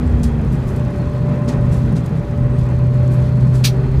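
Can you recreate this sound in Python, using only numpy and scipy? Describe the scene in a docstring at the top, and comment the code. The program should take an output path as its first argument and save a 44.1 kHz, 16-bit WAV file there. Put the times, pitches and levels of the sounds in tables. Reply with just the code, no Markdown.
"""Inside a sports car rounding a long bend on a race track. The six-cylinder engine drones at multiples
of its crank speed, swelling with the throttle, and a gear whines above it. The road rumbles through
the body under a thin rush of air and faint squeals, while grit thrown up by the car ahead ticks against
it. Near the end a stone hits the windscreen: one sharp crack and a brief ring of glass."""
import sys
import numpy as np
from scipy import signal
from scipy.fft import rfft, irfft
from scipy.io import wavfile

SR = 44100
rng = np.random.default_rng(int(sys.argv[2]) if len(sys.argv) > 2 else 0)


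def bounce(signal):
    """Save signal as a 16-bit WAV file at the path given by the first command-line argument."""
    frames = np.transpose(np.atleast_2d(signal))
    limited = np.clip(frames, -1, 1)
    pcm = np.round(limited * 32767).astype(np.int16)
    wavfile.write(sys.argv[1], SR, pcm)


N = 176400
T = np.arange(N) / SR

# The revs. Each row: time in seconds, crank turns per second.
CRANK_SPEED = [(0, 49.2), (.35, 46), (.62, 42.6), (.85, 41.7), (1.2, 42.2), (1.75, 41.55), (2.25, 41.7),
               (2.58, 41.9), (2.75, 41.9), (3.05, 42.05), (3.7, 42.6), (4, 43.6)]
# Engine tones on the throttle and drivetrain tones while slowing.
# Each row: multiple of crank speed, level in dB relative to that layer's fader.
THROTTLE_ORDERS = [(1.5, -17.5), (3, 1), (5, -22.5), (6, -26.5)]
SLOWING_ORDERS = [(1, -20.5), (1.35, 4.5), (2, -6.5), (5, 1.5), (6.5, -16.5), (12, -20)]
# Faders for those two layers, the growl and the gear whine. 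Each row: time in seconds, level in dB.
THROTTLE_FADER = [(0, -28.5), (.5, -24), (.95, -25), (1.25, -19.5), (1.5, -22), (1.78, -15), (2.0, -23),
                  (2.22, -24.5), (2.42, -19), (2.59, -15.5), (2.69, -17.5), (3.0, -14), (3.3, -15),
                  (3.56, -12.5), (3.7, -17.5), (4, -13)]
SLOWING_FADER = [(0, -23.5), (.25, -22.5), (.5, -28.5), (.9, -37.5), (1.5, -54), (4, -38)]
GROWL_FADER = [(0, -42.5), (1.3, -41), (1.8, -42), (2.2, -51), (2.75, -43), (3.07, -32.5), (3.3, -44),
               (3.6, -38.5), (3.85, -31), (4, -37.5)]
WHINE_FADER = [(0, -63), (.5, -47), (.7, -37), (1.5, -31), (2.05, -40), (2.35, -33.5), (2.65, -36),
               (3.05, -31), (3.5, -36.5), (3.8, -39.5), (4, -49)]

# Colours of the road noise, low to high. Each row: frequency in Hz, density in dB per Hz.
SHAKE_SPECTRUM = [(12, -66), (25, -55), (40, -50.5), (50, -45), (65, -61.5)]
BOOM_SPECTRUM = [(38, -57.5), (48, -46), (60, -43.5), (78, -38), (100, -41), (125, -47.5), (170, -74)]
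PANEL_SPECTRUM = [(85, -74.5), (120, -50), (142, -42), (158, -36.5), (176, -44), (215, -47.5), (242, -44.5),
                  (275, -58.5), (380, -86.5)]
TYRE_SPECTRUM = [(200, -70.5), (290, -55), (350, -57), (405, -53.5), (480, -60), (540, -61.5), (620, -66),
                 (720, -66.5), (850, -67), (1050, -69.5), (1200, -71), (1550, -73), (2000, -78),
                 (2450, -80), (3000, -88), (5000, -100)]
AIR_SPECTRUM = [(1500, -100), (3200, -87.5), (4300, -88.5), (4900, -93), (7500, -97), (10000, -104),
                (13000, -106), (15000, -110)]
# Their swells; only the swing about the mean counts, scaled by a depth.
# Each row: time in seconds, contour in dB.
SHAKE_SWELL = [(0, -32), (.4, -23.5), (.7, -35.5), (1.2, -32), (1.55, -26), (1.9, -28.5), (2.2, -32),
               (2.8, -33), (3.3, -33.5), (3.7, -28.5), (4, -18)]
BOOM_SWELL = [(0, -13.5), (.12, -13), (.38, -16.5), (.55, -23), (0.799, -16), (.95, -24.5), (1.15, -17.5),
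              (1.42, -32), (1.55, -19.5), (1.92, -19.5), (2.002, -25), (2.25, -23), (2.58, -12.5),
              (2.699, -21), (3.049, -18.5), (3.55, -19), (3.749, -25), (3.92, -18.5), (4, -2.5)]
PANEL_SWELL = [(0.0, -23), (0.03, -25.5), (1.32, -20.5), (1.65, -16.5), (1.78, -18.5), (1.86, -10.5),
               (2.04, -23), (2.12, -15.5), (2.33, -31.5), (2.39, -17), (2.65, -25), (3.47, -18),
               (3.75, -26.5), (3.98, -24.5)]
TYRE_SWELL = [(0.0, -33.5), (0.05, -36), (0.44, -33.5), (0.45, -34.5), (1.18, -35), (1.19, -36.5),
              (1.39, -33.5), (3.01, -38), (3.6, -37.5)]
AIR_SWELL = [(0.0, -51.5), (0.79, -51.5), (1.09, -50.5), (1.21, -52), (1.44, -54), (1.81, -49.5),
             (2.22, -53), (2.74, -52.5), (3.45, -50.5)]

# Stone on glass, contact then splintering. Each row: start in seconds, gain in dB.
STONE_HITS = [(3.6392, -6), (3.6432, -1.5), (3.6482, -1), (3.6522, -4.5), (3.669, -7.5)]
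# Dense ring of the pane with its cabin reflections. Each row: frequency in Hz, density in dB per Hz.
PANE_SPECTRUM = [(500, -84), (1000, -65), (1700, -59.5), (2050, -60.5), (2350, -52.5), (3000, -53),
                 (3500, -53), (4100, -52), (4800, -48), (5200, -55), (5900, -51.5), (7100, -61.5),
                 (8600, -61), (11000, -64.5), (15000, -66.5)]
# Strongest windscreen modes. Each row: frequency in Hz, relative level in dB, 60 dB decay in seconds.
GLASS_MODES = [(1040, -14, .15), (1300, -12, .12), (1750, -12, .12), (2245, -4, .14), (2430, -5, .11),
               (2652, -6, .11), (3222, -2, .14), (3332, -4, .12), (3700, 0, .12), (3970, -4, .11),
               (4075, 1, .12), (4155, -3, .11), (4252, -3, .12), (4356, -4, .12), (4765, -2, .12),
               (5140, -5, .11), (5457, -4, .09), (8430, -11, .1)]
# Sprays of grit on the body.
# Each row: start in seconds, level in dB, rise in seconds, 60 dB decay in seconds, band position in Hz.
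GRIT_SPRAYS = [(.231, -33.5, .002, .15, 5200), (.51, -50, .02, .2, 7500), (.66, -46.5, .025, .25, 6200),
               (.7605, -40, .001, .035, 7000), (1.474, -36.5, .014, .19, 3900),
               (1.708, -44.5, .02, .35, 5200), (1.952, -40.5, .015, .13, 4200),
               (2.06, -40, .001, .03, 6500), (2.58, -50, .01, .1, 7000), (3.1, -49, .025, .3, 7000),
               (3.53, -43.5, .025, .3, 5200)]
# Squeals of the moving car.
# Each row: start and end in seconds, pitch in Hz, resonance width in Hz, level at the crest in dB.
SQUEALS = [(.02, 0.448, 3250, 70, -58), (0.747, 2.003, 1035, 90, -43.5), (.9, 1.28, 4300, 60, -59),
           (2.3, 3.7, 1040, 90, -48), (2.4, 3.603, 2410, 40, -63), (2.5, 2.62, 8400, 40, -66),
           (2.6, 4.194, 4265, 53.7, -61)]


def engine():
    """Six cylinders fire three times a turn: a throttle drone, a drivetrain hum and a growl on top."""
    pulling = sum(crank_tone(order, curve(THROTTLE_FADER) + db) for order, db in THROTTLE_ORDERS)
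    slowing = sum(crank_tone(order, curve(SLOWING_FADER) + db) for order, db in SLOWING_ORDERS)
    growl = crank_tone(9, curve(GROWL_FADER))  # third harmonic of the firing rate
    return pulling + slowing + growl


def gear_whine():
    """Meshing teeth sing at 14 times the crank speed, wavering slightly in pitch."""
    order = 14 * (1 + .004 * drift(8.7))
    return crank_tone(order, curve(WHINE_FADER), rough_db=1.7)


def crank_tone(order, db, rough_db=1.84):
    """One sine riding a multiple of the crank speed, its level a little unsteady."""
    phase = 2 * np.pi * np.cumsum(order * curve(CRANK_SPEED)) / SR + rng.uniform(0, 2 * np.pi)
    return np.sqrt(2) * from_db(db + rough_db * drift(13.7)) * np.sin(phase)


def road():
    """The road comes through the body: shake, boom and drumming panels, then tyre roar and rushing air."""
    shake = road_layer(SHAKE_SPECTRUM, SHAKE_SWELL, depth=.93, flutter_db=4, flutter_hz=6)
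    boom = road_layer(BOOM_SPECTRUM, BOOM_SWELL, depth=.62, flutter_db=.3, flutter_hz=3.7)
    panels = road_layer(PANEL_SPECTRUM, PANEL_SWELL, depth=.6, flutter_db=1.06, flutter_hz=14)
    tyres = road_layer(TYRE_SPECTRUM, TYRE_SWELL, depth=.48, flutter_db=1.2, flutter_hz=15)
    air = road_layer(AIR_SPECTRUM, AIR_SWELL, depth=.92, flutter_db=1.2, flutter_hz=13)
    return shake + boom + panels + cabin(tyres + air)


def road_layer(spectrum, swell, depth, flutter_db, flutter_hz):
    """One band of road noise, swelling and fluttering with the surface."""
    swing_db = curve(swell) - curve(swell).mean()
    return coloured(spectrum) * from_db(depth * swing_db + flutter_db * drift(flutter_hz))


def stone():
    """A quick run of fractures sets the laminated pane ringing: a noisy crack with glassy tones in it."""
    rise_s, modes_db = .0013, -29
    split = signal.butter(1, 5500, fs=SR, output="sos")
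    out = np.zeros(N)
    for start, db in STONE_HITS:
        dense = coloured(PANE_SPECTRUM)
        body = signal.sosfilt(split, dense)
        treble = dense - body
        crack = body * burst(start, rise_s, t60=.087) + treble * burst(start, rise=.0039, t60=.1)
        out += from_db(db) * crack
    for hz, mode_db, t60 in GLASS_MODES:
        power = sum((from_db(db) * burst(start, rise_s, t60)) ** 2 for start, db in STONE_HITS)
        ring = np.sin(2 * np.pi * hz * T + rng.uniform(0, 2 * np.pi))
        out += from_db(modes_db + mode_db) * np.sqrt(power) * ring
    return out


def grit_ticks():
    """Fine grains tick at random against the body, louder as the air rushes."""
    grains_per_s, spread_db, t60, level_db = 200, 3.1, .005, -61.5
    impacts = rng.random(N) < grains_per_s / SR
    sizes = from_db(spread_db * np.minimum(rng.exponential(1, N), 4))
    decay = np.exp(-2 * np.log(1000) / (t60 * SR))
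    power = signal.lfilter([1], [1, -decay], impacts * sizes ** 2 + 1e-18)
    ticks = np.sqrt(power) * bright_noise(6940, edge_ratio=1.35)
    rush = from_db(.97 * curve(AIR_SWELL))
    return from_db(level_db) * rms_one(ticks * rush)


def grit_sprays():
    """Handfuls of grit land together in short, grainy splashes of hiss."""
    sprays = sum(from_db(db) * burst(start, rise, t60) * bright_noise(hz, edge_ratio=1.9)
                 for start, db, rise, t60, hz in GRIT_SPRAYS)
    grain_db = 2.2 * drift(290)
    return sprays * from_db(grain_db)


def squeals():
    """Faint, breathy whistles: noise in narrow resonances, each fading in and out."""
    out = np.zeros(N)
    for start, end, hz, width_hz, db in SQUEALS:
        b, a = signal.iirpeak(hz, hz / width_hz, fs=SR)
        narrow = signal.lfilter(b, a, signal.lfilter(b, a, rng.standard_normal(N)))
        progress = np.clip((T - start) / (end - start), 0, 1)
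        arch = np.sqrt(np.abs(np.sin(np.pi * progress)))
        out += from_db(db) * rms_one(narrow) * arch
    return out


def cabin(x, t60=.06, low_cut_hz=850, wet_db=-9):
    """Glass and trim add a short, dense tail of reflections above the bass."""
    t = T[:SR // 5]
    tail = rng.standard_normal(len(t)) * np.exp(-np.log(1000) * t / t60)
    low_cut = signal.butter(2, low_cut_hz, "high", fs=SR, output="sos")
    tail = signal.sosfilt(low_cut, tail / np.linalg.norm(tail))
    return x + from_db(wet_db) * signal.fftconvolve(x, tail)[:N]


def coloured(spectrum):
    """Noise with the given spectrum, rolling off beyond its ends."""
    hz, db = np.transpose(spectrum)
    f = np.arange(N // 2 + 1) * SR / N + 1e-3
    skirts = np.minimum(1, np.minimum(f / hz[0], hz[-1] / f)) ** 2
    density = from_db(np.interp(np.log(f), np.log(hz), db))
    return irfft(rfft(rng.standard_normal(N)) * skirts * density, N) * np.sqrt(SR / 2)


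def bright_noise(hz, edge_ratio, ceiling_hz=11600):
    """A broad band of hiss around one frequency, at unit power."""
    top = min(hz * edge_ratio, ceiling_hz)
    band = signal.butter(2, [hz / edge_ratio, top], "band", fs=SR, output="sos")
    return rms_one(signal.sosfilt(band, rng.standard_normal(N)))


def drift(hz):
    """A smooth random wobble at unit power, mostly slower than the given rate."""
    hop, run_in = 40, 2000
    pole = np.exp(-2 * np.pi * hz * hop / SR)
    noise = rng.standard_normal(N // hop + run_in + 2)
    slow = signal.lfilter([1], [1, -2 * pole, pole * pole], noise)[run_in:]
    return np.interp(np.arange(N) / hop, np.arange(len(slow)), rms_one(slow))


def burst(start, rise, t60):
    """A straight attack, then a decay of 60 dB in t60 seconds."""
    attack = np.clip((T - start) / rise, 0, 1)
    return attack * np.exp(-np.log(1000) * np.clip((T - start - rise) / t60, 0, 10))


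def curve(rows):
    """Breakpoints joined by straight lines in time."""
    return np.interp(T, *np.transpose(rows))


def from_db(db):
    """Decibels to gain."""
    return 10 ** (np.asarray(db) / 20)


def rms_one(x):
    """Scale to unit power."""
    return x / np.sqrt(np.mean(x ** 2) + 1e-20)


def scene():
    """The mono mix from behind the windscreen."""
    return (engine() + gear_whine() + road() + squeals() + grit_ticks() + grit_sprays() + stone())[None]


def record(dry):
    """A soft clip rounds the highest peaks and a steep low-pass takes off the very top."""
    ceiling, cutoff_hz = .73, 15100
    rounded = dry / (1 + (dry / ceiling) ** 8) ** (1 / 8)
    return signal.sosfilt(signal.ellip(10, .1, 90, cutoff_hz, fs=SR, output="sos"), rounded)


dry = scene()
out = record(dry)
bounce(out)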